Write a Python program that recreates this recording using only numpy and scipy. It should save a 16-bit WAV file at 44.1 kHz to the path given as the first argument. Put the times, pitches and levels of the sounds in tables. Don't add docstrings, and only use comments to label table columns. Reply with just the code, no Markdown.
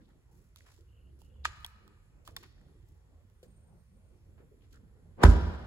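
import sys
import numpy as np
from scipy import signal
from scipy.fft import rfft, irfft, next_fast_len
from scipy.io import wavfile
from scipy.ndimage import uniform_filter1d

SR = 44100
rng = np.random.default_rng(int(sys.argv[2]) if len(sys.argv) > 2 else 0)


def gain_from_db(level_db):
    decades = np.asarray(level_db, float) / 20
    return 10 ** decades


def store_pcm(level_fs):
    pcm = np.round(np.clip(level_fs, -1, 1) * 32767).astype(np.int16)
    wavfile.write(sys.argv[1], SR, np.atleast_2d(pcm).T)


N = 249606
T, SIZE = np.arange(N) / SR, next_fast_len(N + 8192, True)
F = np.arange(SIZE // 2 + 1) * SR / SIZE + 1e-3

LATCH_S = 5.2345
BEND_S = .0028


def on_log(table, hz, index=1):
    table = np.array(table)
    return np.interp(np.log(hz), np.log(table[:, 0]), table[:, index])


def column(table, index, x):
    table = np.array(table)
    return np.interp(x, table[:, 0], table[:, index])


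def shape(x, gain):
    return irfft(rfft(x, SIZE) * gain, SIZE)[..., :N]


def low_cut(hz, order):
    return 1 / (1 + (hz / F) ** order)


def unit(x):
    return x / np.sqrt(np.mean(x ** 2))


def band(hz, octaves):
    return np.exp(-.5 * (np.log2(F / hz) / octaves) ** 2)


def walk(rate_hz):
    k = int(SR / rate_hz)
    held = np.repeat(rng.standard_normal(N // k + 1), k)
    return 2.29 * uniform_filter1d(uniform_filter1d(held, k), k)[:N]


def pair(hz, octaves):
    # hz, correlation [0 to 1]
    likeness = [(60, .93), (130, .75), (400, .55), (1400, .2), (3000, .5), (4600, .1), (6000, .4),
                (7500, .8), (8800, .97), (15000, .97)]
    c = on_log(likeness, F)
    noise = rng.standard_normal((2, SIZE))
    mid, side = shape(noise, band(hz, octaves) * np.sqrt([1 + c, 1 - c]))
    return unit(np.array([mid + side, mid - side]))


def ring(start_s, modes):
    t = np.clip(T - start_s, 0, None)
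    live = slice(int(start_s * SR), int((start_s + .8) * SR))
    out = np.zeros(N)
    for hz, db, t60_s in modes:
        out[live] += gain_from_db(db - 60 * t[live] / t60_s) * np.sin(2 * np.pi * hz * t[live])
    return out


def place(x, pan_db, lag_s):
    left = shape(x, gain_from_db(pan_db / 2) * np.exp(-2j * np.pi * F * lag_s))
    return np.array([left, x * gain_from_db(-pan_db / 2)])


def tone(times_s, hz, db, wobble, flicker_db, rate_hz):
    edge = np.clip(np.minimum(T - times_s[0], times_s[-1] - T) / 0.055, 0, 1)
    cycles = np.cumsum(np.interp(T, times_s, hz) * (1 + wobble * walk(rate_hz))) / SR
    level = gain_from_db(np.interp(T, times_s, db) + flicker_db * walk(rate_hz))
    return np.sqrt(2) * edge * level * np.sin(2 * np.pi * cycles)


def rustle(table, octaves):
    out = 0
    for start_s, length_s, db, hz in table:
        u = np.clip((T - start_s) / length_s, 0, 1)
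        swell = np.sin(np.pi * u ** .4) ** 0.72
        out = out + pair(hz, octaves) * gain_from_db(db + 2.14 * walk(250)) * swell
    return out


def clicks(table, ring_s, crack_s, contact_s, low_hz):
    colour = band(3450, 0.3) + .5 * band(7400, 1.0) + 0.19 * band(14000, 0.84) + 0.053 * band(3300, .9)
    hiss = unit(shape(rng.standard_normal(N), colour))
    out = np.zeros((2, N))
    size = int(contact_s * SR)
    for start_s, db, hz, crack_db, pan_db in table:
        r = rng.standard_normal(200)
        t60_s = ring_s(hz)
        over_hz, under_hz = hz * (1.5 + 0.056 * r[0]), hz * (.75 + 0.01 * r[1])
        body = ring(start_s, [(hz, -1, t60_s), (-over_hz, -6, 0.28 * t60_s), (-under_hz, -7, t60_s)])
        contact = np.hanning(size) * (1 + .3 * r[:size]) * 2 / size
        body = signal.fftconvolve(body, contact)[:N]
        after = np.clip(T - start_s, 0, 1) / crack_s
        burst = after * np.exp(1 - after)
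        tail = .1 * (T > start_s) * np.exp(-after / 9)
        crack = hiss * gain_from_db(crack_db + 2.5) * (burst + tail)
        out += gain_from_db(db + np.array([[pan_db], [-pan_db]]) / 2) * (body + crack)
    return shape(out, low_cut(low_hz, 4))


def hush():
    # start_s, level_db
    rumble = [(0.0, -53.5), (0.03, -64), (1.26, -59), (1.48, -54), (1.97, -61.5), (2.31, -58), (3.25, -62),
              (4.42, -57.5), (4.58, -63.5), (4.63, -56), (5.08, -59), (5.15, -57)]
    # hz, level_db [per Hz]
    spectrum = [(18, -25), (28, -15.5), (40, -2.5), (60, -0.5), (85, -2), (125, -9.5), (170, -14.5),
                (250, -24.5), (420, -22.5), (600, -31), (1700, -39.5), (4000, -47.5), (10000, -48),
                (16000, -55.5)]
    hush_db = -56.5
    deep_db = column(rumble, 1, T) + 1.4 - hush_db
    upper_db = 0.41 * deep_db + 1.5 * walk(18) - 0.85
    out = 0
    for hz in 22 * 2 ** np.arange(0, 9.6, .4):
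        swell_db = deep_db if hz < 130 else upper_db * np.clip(np.log2(1600 / hz) / 1.3, 0, 1)
        drift_db = 1.8 * walk(14) * (150 < hz < 900) + .8 * walk(7.5)
        out = out + pair(hz, 0.2) * np.sqrt(hz) * gain_from_db(on_log(spectrum, hz) + swell_db + drift_db)
    return out * gain_from_db(hush_db - 24.0)


def engine():
    times_s = [.2, 1.5, 1.85]
    return tone(times_s, [54, 70.4, 66.4], [-69.5, -58, -71], 0.0077, 2.3, 8)


def whines():
    # start_s, loudest_s, end_s, pitch_hz, peak_db
    runs = [
        (0.855, .98, 1.15, 2900, -82.5),
        (1.17, 1.24, 1.87, 2873, -83),
        (3.33, 3.58, 4.22, 8720, -82.5),
        (5.295, 5.45, 5.2, 8600, -78.5),
    ]
    out = 0
    for start_s, peak_s, end_s, hz, db in runs:
        wobble, rate_hz, lag_s = (.024, 600, -.00017) if hz < 5000 else (.004, 150, .000064)
        faint_db = db - 14.5 * min(end_s - start_s, 1)
        line = tone([start_s, peak_s, end_s], [hz] * 3, [faint_db, db, faint_db], wobble, 2.66, rate_hz)
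        out = out + place(line, 0, lag_s)
    return out


def weight_shifts():
    # start_s, length_s, level_db, centre_hz
    thuds = [(0, 0.2, -69, 222), (1.0, 0.36, -74.5, 260), (1.452, .05, -63, 340), (2.39, 0.37, -72.5, 248),
             (3.2, 0.13, -75, 201), (3.46, 0.059, -66.5, 196.4), (4.1, 0.14, -72.5, 304),
             (4.5, 0.28, -72.5, 250), (5.0, 0.11, -71, 296)]
    return rustle(thuds, .5)


def cloth():
    # start_s, length_s, level_db, centre_hz
    brushes = [(0.311, 0.21, -78.5, 8000), (0.557, 0.11, -70, 4000), (0.65, 0.1, -66.5, 1100),
               (.66, 0.17, -71, 4600), (1.188, 0.12, -77.5, 6440), (1.447, 0.018, -44, 2240),
               (1.47, 0.27, -70.5, 3030), (1.645, 0.015, -53.5, 1900), (1.6, 0.14, -76, 9400),
               (2.25, 0.085, -68, 4950), (2.273, 0.036, -59.5, 900), (2.364, 0.019, -57.5, 2500),
               (2.364, 0.18, -69, 3600), (2.427, 0.042, -60.5, 1570), (2.859, 0.13, -80.5, 8250),
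               (3.429, 0.041, -69.5, 6000), (3.5, 0.025, -85, 3500), (4.379, 0.067, -71.5, 890),
               (4.62, 0.078, -77.5, 2000), (4.705, 0.1, -74, 4610)]
    return rustle(brushes, 1.05)


def soles():
    # start_s, length_s, level_db, centre_hz
    drags = [(0, 0.043, -73.5, 1530), (0.0067, 0.19, -82.5, 3620), (.085, 0.06, -77.5, 1490),
             (0.785, 0.052, -65, 370), (1.44, 0.016, -59.5, 3895), (2.03, 0.065, -84, 9540),
             (2.367, 0.015, -54.5, 936), (2.7, 0.035, -75, 348), (3.436, 0.073, -68.5, 485),
             (3.429, 0.031, -72, 1625), (4.392, 0.075, -66, 457), (4.511, 0.054, -65, 400),
             (4.609, 0.057, -78.5, 2910), (4.725, 0.059, -74.5, 3300), (4.732, 0.057, -68.5, 1440)]
    return rustle(drags, 0.321)


def squeaks():
    # start_s, length_s, level_db, centre_hz
    narrow_patches = [
        (1.3, 0.46, -87, 3370),
        (1.646, 0.01, -43, 3310),
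        (2.364, 0.01, -42.5, 3520),
    ]
    return rustle(narrow_patches, 0.042)


def footsteps():
    # start_s, peak_db, ring_hz, crack_db, pan_db [left minus right]
    steps = [
        (1.452, -64, 592, -15, 5),
        (2.284, -53.5, 316, -17, 0),
        (2.824, -43, 113.2, -41.5, -5),
        (3.428, -45, 504, -21.5, 2),
    ]
    return clicks(steps, lambda hz: .08, 0.0036, 0.0016, 70)


def joint_clicks():
    # start_s, peak_db, ring_hz, crack_db, pan_db [left minus right]
    ticks = [(0.09, -59.5, 840, -16, -4), (0.56, -52.5, 1290, 0, -8), (0.607, -50.5, 2020, -33, -14),
             (0.777, -67, 960, -11, -17), (1.217, -53, 880, -13, -9), (1.359, -64, 1040, -23, -10),
             (1.647, -39, 933, -5.5, 0), (1.663, -47.5, 1220, 2.5, -4.5), (1.878, -52, 1215, -11, -11),
             (1.973, -58.5, 1196, -32, -0.5), (2.251, -64, 1000, -6, -7), (2.276, -37.5, 1210, -10.5, -3.5),
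             (2.365, -30, 1890, -6, -2.5), (2.432, -48.5, 1140, -7.5, -5), (2.58, -57.5, 1784, -31, -1.0),
             (2.613, -55, 1900, -21, -4), (2.684, -64.5, 1433, -15.5, 5.5),
             (3.299, -69.5, 840, -7.5, -12.5)]
    cycles = 19.2
    return clicks(ticks, lambda hz: cycles / hz, 0.000613, .0004, 620)


def snap():
    # start_s, peak_db, pan_db [left minus right]
    event = [
        (1.454, -15, -3),
    ]
    # mode_hz, level_db, t60_s
    modes = [(810, -16.5, 0.0047), (988, -13, 0.018), (1256, 0, 0.019), (1418, 1.5, 0.0091),
             (1644, -5.5, 0.015), (1874, -16.5, 0.0098), (2472, -18.5, .006), (3053, -8.5, 0.0045),
             (3500, -6, 0.012), (4086, -6, 0.0055), (5240, -14.5, .005), (6850, -9, 0.0066),
             (9400, -18, .004)]
    start_s, db, pan_db = event[0]
    body = ring(start_s + .0003, modes[:6]) + ring(start_s, modes[6:])
    body = body + gain_from_db(-11.0) * ring(start_s + .0035, modes[:8])
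    after = np.clip(T - start_s, 0, 1)
    decay = gain_from_db(-16.5) * np.exp(-after / .0015) + gain_from_db(-20.0) * np.exp(-after / .012)
    crack = pair(2500, 0.91) * (T > start_s) * decay
    return shape(place(gain_from_db(db - 6.0) * body, pan_db, 0) + gain_from_db(db) * crack, low_cut(720, 6))


def air_rush():
    start_s, peak_s, stop_s = 5.165, 5.234, 0.018
    early_s = np.clip(peak_s - T, 0, 1)
    top_hz = 1100 * 2 ** (-13 * early_s)
    rush = 0
    for hz in [200, 400, 800, 1600, 3200, 6400]:
        rush = rush + pair(hz, 0.56) * np.sqrt(hz / 400) / (1 + (hz / top_hz) ** 3.07)
    level = gain_from_db(-31.5 - 458 * early_s)
    opening = np.clip((T - start_s) / 0.013, 0, 1)
    return rush * level * opening * np.clip(1 - (T - peak_s) / stop_s, 0, 1)


def latch():
    # hz, level_db [per Hz]
    spectrum = [(88, -31), (150, -5), (346, 1.5), (925, 1.5), (1260, -12), (2300, -21), (2780, -29.5),
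                (3670, -21.5), (5000, -47), (6500, -75), (11000, -120)]
    sweep = np.exp(-2j * np.pi * (F * LATCH_S + 2 * BEND_S * np.sqrt(1000 * F)))
    crack = irfft(gain_from_db(on_log(spectrum, F)) * (F > 120) * sweep, SIZE)[:N]
    return crack * gain_from_db(-5.5) / np.abs(crack).max()


def boom():
    # start_s, gain [negative is inverted]
    blows = [
        (5.2431, 1),
        (5.2808, .9),
        (5.436, -.13),
        (5.4737, -.07),
    ]
    # mode_hz [negative starts the other way], level_db, t60_s
    modes = [(53.5, -3.4, .19), (63.6, -14.4, .96), (-68.3, 0, .04), (75.8, -16.1, .38), (-80.7, -7.5, .12),
             (143.9, -20.5, .17)]
    struck = sum(gain * ring(start_s, modes) for start_s, gain in blows)
    return uniform_filter1d(struck, int(.003 * SR))


def panel_rings():
    # mode_hz, level_db, t60_s
    modes = [(176, -23, 0.18), (209, -26, 0.18), (237.4, -21, 0.16), (307, -24, 0.16), (343, -25.5, 0.13),
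             (393.3, -26, 0.15), (495, -34, 0.18), (580, -26, 0.061), (668, -34, 0.11), (826, -32, 0.1),
             (915, -50, 0.078), (984, -22, 0.09), (1275, -30, 0.099), (1390, -34, 0.057)]
    # start_s, level_db
    rebounds = [
        (5.251, -5),
        (5.2585, -9.5),
        (5.2761, -12.5),
    ]
    panel = ring(LATCH_S + 2 * BEND_S, modes)
    for start_s, db in rebounds:
        struck = []
        for hz, mode_db, t60_s in modes:
            r, q = rng.standard_normal(2)
            struck.append((hz * (1 + 0.0275 * r) * np.sign(r), mode_db + 2.2 * q, t60_s))
        panel = panel + gain_from_db(db) * ring(start_s, struck)
    return panel


def jolt(peak_s, t60_s):
    rise = np.clip(1 + (T - peak_s) / 0.012, 0, 1) ** 2
    return gain_from_db(-60 * np.clip(T - peak_s, 0, 9) / t60_s) * rise


def rattle():
    # peak_s, trim_db, glass_db
    jolts = [
        (5.222, -43, -62),
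        (5.237, -27, -44),
        (5.254, -22.5, -47.5),
        (5.298, -65, -55.5),
    ]
    trim = pair(493, 0.78) + gain_from_db(-5) * pair(1374, 0.37) + gain_from_db(-12) * pair(2610, 0.5)
    glass = gain_from_db(2.5) * pair(5040, 0.45) + pair(8370, 0.42) + gain_from_db(-10.5) * pair(13000, 0.46)
    out = jolt(jolts[-1][0], 1.26) * (gain_from_db(-44.5) * trim + gain_from_db(-67.5) * glass)
    for peak_s, trim_db, glass_db in jolts:
        out = out + jolt(peak_s, 0.076) * (gain_from_db(trim_db) * trim + gain_from_db(glass_db) * glass)
    return gain_from_db(1.7 * walk(300)) * out


def door():
    metal = place(latch() + panel_rings(), 0, -0.00017)
    return boom() + metal + air_rush() + rattle()


def hall(x):
    # band_hz, level_db, t60_s
    decays = [(59.65, -29, 0.91), (119.4, -12.5, 1.1), (250.3, -9.5, 0.76), (400, -11, 0.91),
              (752, -15.5, 1.4), (1297, -13, 1.3), (2196, -14, 1.4), (4000, -11, 1.3), (7030, -11, 0.27),
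              (14000, -19, 0.38)]
    answer = 0
    for hz in 45 * 2 ** np.arange(0, 8.6, .6):
        t60_s = on_log(decays, hz, index=2)
        fade = gain_from_db(on_log(decays, hz) - 60 * np.minimum(T, 2) / t60_s)
        answer = answer + pair(hz, 0.38) * np.sqrt(hz / t60_s) * fade
    answer = answer * np.clip((T - .004) / 0.014, 0, 1) * (T < 1.5) * gain_from_db(-81.5)
    return signal.fftconvolve(answer[:, :2 * SR], x[None], axes=1)[:, :N]


def scene():
    background = hush() + engine() + whines()
    dry_floor = weight_shifts() + squeaks()
    rub = cloth() + soles()
    small = footsteps() + joint_clicks()
    crack, slam = snap(), door()
    near = gain_from_db(-9) * crack + gain_from_db(-8.5) * small + gain_from_db(-8) * rub
    walls = hall(near.sum(axis=0)) + hall(gain_from_db(-2) * slam.sum(axis=0))
    return background + dry_floor + rub + small + crack + slam + walls


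def roll_off(x):
    return signal.sosfilt(signal.butter(12, 16600, fs=SR, output="sos"), x)


def record(dry):
    # hz, left_minus_right_db
    microphone = [(60, -3), (200, -1.5), (400, .5), (2400, .3), (4400, -1), (15000, 0)]
    # hz, lead_rad
    ports = [(0, 0), (520, 0.2), (3190, -3.5), (4050, -3.0), (5080, -9.9), (5860, -10.0), (8350, -15.0),
             (16200, -25.6)]
    tilt = gain_from_db(on_log(microphone, F) / 2)
    top = 1 / (1 + (F / 15900) ** 80)
    left = shape(dry[0], top * tilt * np.exp(1j * column(ports, 1, F)))
    right = shape(dry[1], top / tilt)
    return roll_off(np.array([left, right]))


dry = scene()
out = record(dry)
store_pcm(out)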